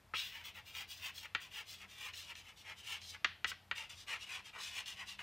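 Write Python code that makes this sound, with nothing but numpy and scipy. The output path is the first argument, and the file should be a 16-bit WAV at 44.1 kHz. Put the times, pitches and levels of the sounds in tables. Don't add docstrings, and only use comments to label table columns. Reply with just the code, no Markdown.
import sys
import numpy as np
from scipy import signal
from scipy.fft import rfft, irfft
from scipy.io import wavfile
from scipy.ndimage import uniform_filter1d

SR = 44100
rng = np.random.default_rng(int(sys.argv[2]) if len(sys.argv) > 2 else 0)


def amplitude_ratio(level_db):
    exponent = np.asarray(level_db, float) / 20
    return 10 ** exponent


def generate_wav(signal):
    frames = np.transpose(np.atleast_2d(signal))
    scaled = np.clip(frames, -1, 1) * 32767
    pcm = np.round(scaled).astype(np.int16)
    wavfile.write(sys.argv[1], SR, pcm)


N = 230422


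def evened(x):
    return x / np.sqrt(np.mean(abs(x) ** 2) + 1e-20)


def read(points, hz):
    f, value = np.transpose(points)
    return np.interp(np.log(hz + 1), np.log(f + 1), value)


def add(mix, s, sound):
    part = mix[round(s * SR):][:len(sound)]
    part += sound[:len(part)]


def band(x, lo_hz, hi_hz, order=2):
    return signal.sosfilt(signal.butter(order, [lo_hz, hi_hz], "band", fs=SR, output="sos"), x)


def coloured(x, points):
    hz = np.fft.rfftfreq(x.shape[-1], 1 / SR)
    return irfft(rfft(x) * amplitude_ratio(read(points, hz)), x.shape[-1])


# frequency in Hz, width in Hz, level in dB.
BOARD_MODES = [(1670, 235, 13.2), (1920, 280, 1.1), (2393, 21, 1.1), (2680, 440, 1.4), (2950, 300, 2.2),
               (3290, 190, 1.5), (3575, 270, 1.3), (4030, 260, 0.98), (4740, 320, 2.2), (5435, 26, 0.56)]


def board_response(spot_db):
    t = np.arange(2048) / SR
    hz, width, db = np.transpose(BOARD_MODES)[:, :, None]
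    strength = amplitude_ratio(db + spot_db[:, None]) * 2 * np.pi * width / SR
    modes = strength * np.exp(-np.pi * width * t) * np.cos(2 * np.pi * hz * t)
    return modes.sum(0) + (t == 0)


GRAINS_PER_S, GRAIN_SPREAD_DB, STUTTER_DB = 8000, 2.5, 2.2
MODE_SPREAD_DB, MODE_CUT_DB = 5, 2.5


def grit_clicks(size):
    grains = rng.choice([-1., 1.], size) * (rng.random(size) < GRAINS_PER_S / SR)
    grains *= amplitude_ratio(GRAIN_SPREAD_DB * np.minimum(rng.exponential(1, size), 4))
    stutter = evened(uniform_filter1d(rng.standard_normal(size), size=70))
    spot = board_response(MODE_SPREAD_DB * (2 * rng.random(len(BOARD_MODES)) - 1) - MODE_CUT_DB)
    return signal.oaconvolve(grains * amplitude_ratio(STUTTER_DB * stutter), spot)[2048:size]


RISE_BEND, FALL_BEND = 0.95, 1.49
POINTED = .5
LEAN_GROWTH_DB, RUB_GROWTH_DB = 9.5, 5
PRESS_DB, PRESS_PER_LEAN, PRESS_PER_SLOWING = 8.5, 0.44, 0.15
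RUB_PER_SLOWING = 0.21
FULL_LEAN_DB = 4
OPENING_PRESS_DB, OPENING_S = 28, .16
RING_HZ, RING_HZ_PER_LEAN, RING_HZ_PER_SLOWING = 2540, 37.8, 6.3
RING_OCTAVES, RING_DB = 0.52, 13

# frequency in Hz, level in dB.
GRIT_COLOUR = [(150, -79), (250, -61), (366, -18.5), (637, -17.5), (1150, -7.5), (1510, -19.5),
               (2070, -9.5), (2880, -11.5), (3420, -12), (4590, -8.5), (5650, -1), (9670, -5.5),
               (10500, -11), (15700, -14)]
# time in seconds, lift in dB.
TIP_FIZZ = [
    (.1, 15),
    (.3, 42),
    (1.25, 31),
    (2.5, 17),
    (3.3, 12),
    (3.5, 18.5),
    (3.75, 7),
    (4.6, 4),
    (5.25, 11),
]


def stroke(start, fastest, end, top_db, lean_db, growth_db=LEAN_GROWTH_DB):
    grit = grit_clicks(round((end - start) * SR) + 2048)
    hz, t, z = signal.stft(grit, SR, nperseg=256, noverlap=192)
    t = t + start

    ramp = np.interp(t, [start, fastest, end], [0, 1, 0])
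    arch = POINTED * ramp + (1 - POINTED) * np.sin(np.pi / 2 * ramp)
    slowing_db = -20 * np.log10(arch.clip(1e-2)) * np.where(t < fastest, RISE_BEND, FALL_BEND)
    progress = (t - fastest) / (end - start)
    lean = lean_db + growth_db * progress
    speed_db = top_db - slowing_db
    drag_db = lean + RUB_PER_SLOWING * slowing_db + RUB_GROWTH_DB * progress
    lean = np.minimum(lean, FULL_LEAN_DB)
    pressure_db = PRESS_DB + PRESS_PER_LEAN * lean + PRESS_PER_SLOWING * slowing_db
    pressure_db += OPENING_PRESS_DB * np.exp(-t / OPENING_S)

    ring_hz = RING_HZ - RING_HZ_PER_LEAN * lean - RING_HZ_PER_SLOWING * slowing_db
    hz = hz[:, None] + 1
    ring_bump_db = RING_DB * np.exp(-(np.log2(hz / ring_hz) / RING_OCTAVES) ** 2)
    colour = amplitude_ratio(read(GRIT_COLOUR, hz) + ring_bump_db)

    edges = 1 / (1 + (hz / np.array([1400, 4300])[:, None, None]) ** 10)
    shares = np.diff(edges, axis=0, prepend=0, append=1)
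    levels_db = speed_db + np.array([drag_db, pressure_db, 0 * t])
    power = (shares * colour ** 2 * np.mean(abs(z) ** 2, 1, keepdims=True)).sum(1)
    gain = np.sqrt((shares * (amplitude_ratio(levels_db) ** 2 / power)[:, None]).sum(0))
    fizz_db = np.interp(t, *np.transpose(TIP_FIZZ))
    gain *= amplitude_ratio(fizz_db * np.clip(np.log2(hz / 10500) / 1.28, 0, 1))

    out = signal.istft(z * colour * gain, SR, nperseg=256, noverlap=192)[1][:len(grit)]
    return start, amplitude_ratio(-4) * out * signal.windows.tukey(len(out), min(1, 160 / len(out)))


# start, fastest moment and end in seconds, top speed as hiss in dB, lean as
# low rub in dB over the hiss.
STROKES = [(.15, 0.192, .26, -50, -22), (0.206, .25, .35, -57, -20), (0.299, 0.354, 0.46, -63.5, -3),
           (0.434, 0.46, .525, -58, -11), (0.536, 0.569, .625, -65, 0.5),
           (.645, 0.678, 0.82, -63.5, -13), (.735, .778, .86, -54, -8),
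           (.872, 0.917, .98, -54.5, -21), (0.954, 0.98, 1.03, -60.5, -18),
           (1.0, 1.062, 1.12, -53.5, -6), (1.131, 1.182, 1.225, -55, -21),
           (1.398, 1.415, 1.5, -59.5, -12.5), (1.5, 1.582, 1.64, -56.5, -5),
                  (1.653, 1.71, 1.79, -55, -21.5), (1.873, 1.912, 2.02, -63, -16),
                  (1.949, 2.059, 2.115, -55.5, -4.5), (2.125, 2.18, 2.28, -53.5, -22),
                  (2.346, 2.378, 2.44, -60.5, -14.5), (2.42, 2.49, 2.54, -66.5, -4),
                  (2.554, 2.595, 2.65, -62, -21), (2.631, 2.706, 2.745, -63.5, 6),
                  (2.755, 2.79, 2.85, -62.5, -18), (2.82, 2.925, 2.995, -53, -8),
                  (3.002, 3.034, 3.08, -58.5, -22.5), (3.038, 3.105, 3.13, -53, -27.5),
           (3.459, 3.497, 3.52, -49, -17), (3.496, 3.5, 3.55, -62, -6), (3.746, 3.78, 3.88, -55.5, -7),
                (3.891, 3.899, 3.96, -56.5, -16), (3.927, 4.008, 4.055, -58.5, -24),
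                (4.062, 4.112, 4.19, -54, 0), (4.185, 4.229, 4.275, -58, -14),
                (4.249, 4.346, 4.42, -56, -2.5), (4.436, 4.473, 4.515, -60.5, -10.5),
                (4.525, 4.555, 4.63, -67, 11), (4.572, 4.64, 4.76, -51, -17.5),
                (4.71, 4.788, 4.838, -52, -6), (4.853, 4.88, 4.965, -52, -17.5),
                (4.953, 5.004, 5.06, -61, 2), (5.054, 5.092, 5.17, -55, -15.5),
                (5.183, 5.196, 5.26, -61.5, 2)]
# start, fastest moment and end in seconds, hiss in dB, lean in dB.
HOOKS = [
    (1.18, 1.24, 1.275, -62, -3),
    (2.22, 2.307, 2.335, -61.5, 0),
    (3.1, 3.142, 3.172, -63, -2),
    (1.75, 1.82, 1.865, -65, -2.5),
]
HOOK_GROWTH_DB = 38
# start, fastest moment and end in seconds, hiss in dB,
# lean in dB, change of lean in dB.
OPENING_SKID = (.137, .155, .21, -60, -4, -30)


def handwriting():
    strokes = [stroke(*row) for row in STROKES]
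    hooks = [stroke(*row, HOOK_GROWTH_DB) for row in HOOKS]
    return strokes + hooks + [stroke(*OPENING_SKID)]


THUD_DB_PER_KHZ = -10.5


def tap(s, peak_db, ring_hz, crack_db, t60):
    t = np.arange(3000) / SR
    click = (t == 0) * 1.
    thud_db = THUD_DB_PER_KHZ * ring_hz / 1000
    soft_edge = (1 - np.exp(-t / 0.0014)) ** 2
    ring = np.exp(-np.log(1000) * t / t60) * np.sin(2 * np.pi * ring_hz * t) * soft_edge
    knock = band(click, .62 * ring_hz, 1.6 * ring_hz, order=3)
    crack = band(click, 4200, 6500, order=3)
    tick = band(click, 7900, 21000)
    panel, deep_panel = band(click, 570, 1070), band(click, 79, 350)
    parts = [ring, knock, crack, tick, panel, deep_panel]
    levels_db = peak_db + np.array([-18, -3, crack_db + 3.5, -33, thud_db - 2.5, thud_db - 11])
    return s + 0.00043, sum(amplitude_ratio(db) * part / abs(part).max() for db, part in zip(levels_db, parts))


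# time
# in seconds, peak in dB, ring in Hz, crack in dB relative to the peak, ring t60 in seconds.
TAPS = [(0.137, -27, 1350, -35, 0.011), (0.75, -32, 2880, -17, 0.011), (1.254, -38.5, 2100, -34, 0.012),
        (1.349, -18.5, 2010, -22, 0.016), (2.136, -35.5, 2930, -10.5, 0.016),
        (2.301, -46, 2090, -24, 0.0088), (2.353, -38, 2680, -10, 0.012), (3.016, -41, 3040, -6, 0.012),
        (3.146, -38, 1760, -13, 0.017), (3.245, -14.5, 2060, -18, 0.0052),
        (3.444, -19, 1980, -18.5, 0.021), (3.516, -33, 1600, -29, 0.025),
        (3.712, -21, 1960, -26, 0.017), (3.78, -32, 2700, -17, 0.011), (4.075, -47, 2280, -16, 0.012),
        (4.859, -37, 3500, -20, 0.012), (5.191, -34, 2140, -29, 0.011)]


def taps():
    return [tap(*row) for row in TAPS]


def shifting(x, responses, turns_per_s):
    turn = np.pi * turns_per_s * np.arange(N) / SR
    out = np.zeros(N)
    for k, response in enumerate(responses):
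        fed = x * np.cos(turn + k * np.pi / 3)
        out += signal.fftconvolve(fed, response / np.linalg.norm(response))[:N]
    return out * np.sqrt(2 / 3)


ECHO_DRIFT, SCATTER_DB, SCATTER_T60 = 0.12, -8.5, 0.056
# delay in ms, level in dB.
ECHOES = [(.85, -2.5), (2.2, 2), (4.5, -1.5), (7.4, -5), (12.4, -7), (14.0, -5.5)]


def close_echoes(x):
    out, at = x.copy(), np.arange(N)
    for ms, db in ECHOES:
        sway = [np.sin(2 * np.pi * (f * at / SR + rng.random())) for f in np.geomspace(.3, 2.5, num=5)]
        delay_ms = ms * (1 + ECHO_DRIFT * sum(sway) / 2 / np.sqrt(ms))
        echo = np.interp(at - delay_ms * SR / 1000, at, x)
        out += amplitude_ratio(db) * signal.sosfilt(signal.butter(2, 9000 / ms ** 0.61, fs=SR, output="sos"), echo)
    t = np.arange(4096) / SR
    scatter = band(rng.standard_normal((3, 4096)), 1260, 6250) * amplitude_ratio(-60 * t / SCATTER_T60) * (t > .003)
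    return out + amplitude_ratio(SCATTER_DB) * shifting(x, scatter, turns_per_s=3.01)


ROOM_DB = -12.5
# frequency in Hz, t60 in seconds.
ROOM_DECAY = [(300, 0.22), (1000, 0.27), (2300, 0.35), (4500, 0.4), (7000, 0.16), (12000, 0.33)]


def classroom(x):
    reflections = np.zeros((3, SR // 2))
    at = np.arange(700, SR // 2 - 20, 16) + rng.integers(0, 16, (3, (SR // 2 - 705) // 16))
    np.put_along_axis(reflections, at, rng.choice([-1., 1.], at.shape), 1)
    hz, t, z = signal.stft(reflections, SR, nperseg=256)
    decay = amplitude_ratio(-60 * t / read(ROOM_DECAY, hz)[:, None])
    tails = signal.istft(z * decay, SR, nperseg=256)[1]
    return shifting(x, band(tails, 740, 6500), turns_per_s=1.25)


AIR_DB = -57.5
# frequency in Hz, level in dB per Hz.
AIR_COLOUR = [(15, -32), (25, -4), (99, -1.5), (141, -5.5), (185, -13.5), (451, -14.5), (531, -15),
              (575, -14), (714, -12), (1440, -16), (1940, -17), (7920, -29.5), (10700, -31.5), (14400, -29),
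              (16000, -91)]
# frequency in Hz, width in Hz, rms level in dB.
HUM = [(50.6, 6.5, -111), (86.8, 3.6, -71), (120, 7.6, -100), (195.4, 3.9, -79)]


def air():
    out = amplitude_ratio(AIR_DB - 10.0) * evened(coloured(rng.standard_normal(N), AIR_COLOUR))
    for hz, width, db in HUM:
        hum = band(rng.standard_normal(N), hz - width / 2, hz + width / 2, order=1)
        out += amplitude_ratio(db) * evened(hum)
    return out


def scene():
    chalk = np.zeros(N)
    for s, sound in handwriting() + taps():
        add(chalk, s, sound)
    near = close_echoes(chalk)
    return np.tile(near + amplitude_ratio(ROOM_DB) * classroom(chalk) + air(), (2, 1))


# from Hz, to Hz, threshold in dB per bin.
GATES = [(14350, 15150, -107), (15150, 16500, -96)]


def gated(x):
    hz, t, z = signal.stft(x, SR, nperseg=2048)
    keep = np.ones(z.shape[1:])
    for lo_hz, hi_hz, least_db in GATES:
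        inside = (hz >= lo_hz) & (hz < hi_hz)
        keep[inside] = np.mean(abs(z[:, inside].mean(0)) ** 2, 0) > amplitude_ratio(least_db) ** 2
    return signal.istft(z * keep, SR, nperseg=2048)[1][:, :N]


def band_limit(x):
    return signal.sosfilt(signal.butter(12, 16370, fs=SR, output="sos"), x)


BALANCE_DB, APART_DB = 1.6, -16
LOW_EDGE_HZ, TOP_EDGE_HZ = 42, 15780


def record(dry):
    apart = amplitude_ratio(APART_DB) * np.roll(band(dry[0], 13000, 20000), 37)
    wired = dry * amplitude_ratio([[BALANCE_DB / 2], [-BALANCE_DB / 2]]) + np.array([apart, -apart])
    wired = signal.sosfilt(signal.butter(6, LOW_EDGE_HZ, "high", fs=SR, output="sos"), wired)
    top_edge = signal.firwin(511, TOP_EDGE_HZ, window=("kaiser", 9), fs=SR)
    wired = signal.oaconvolve(wired, top_edge[None], "same")
    mix = gated(wired)
    return band_limit(mix)


dry = scene()
out = record(dry)
generate_wav(out)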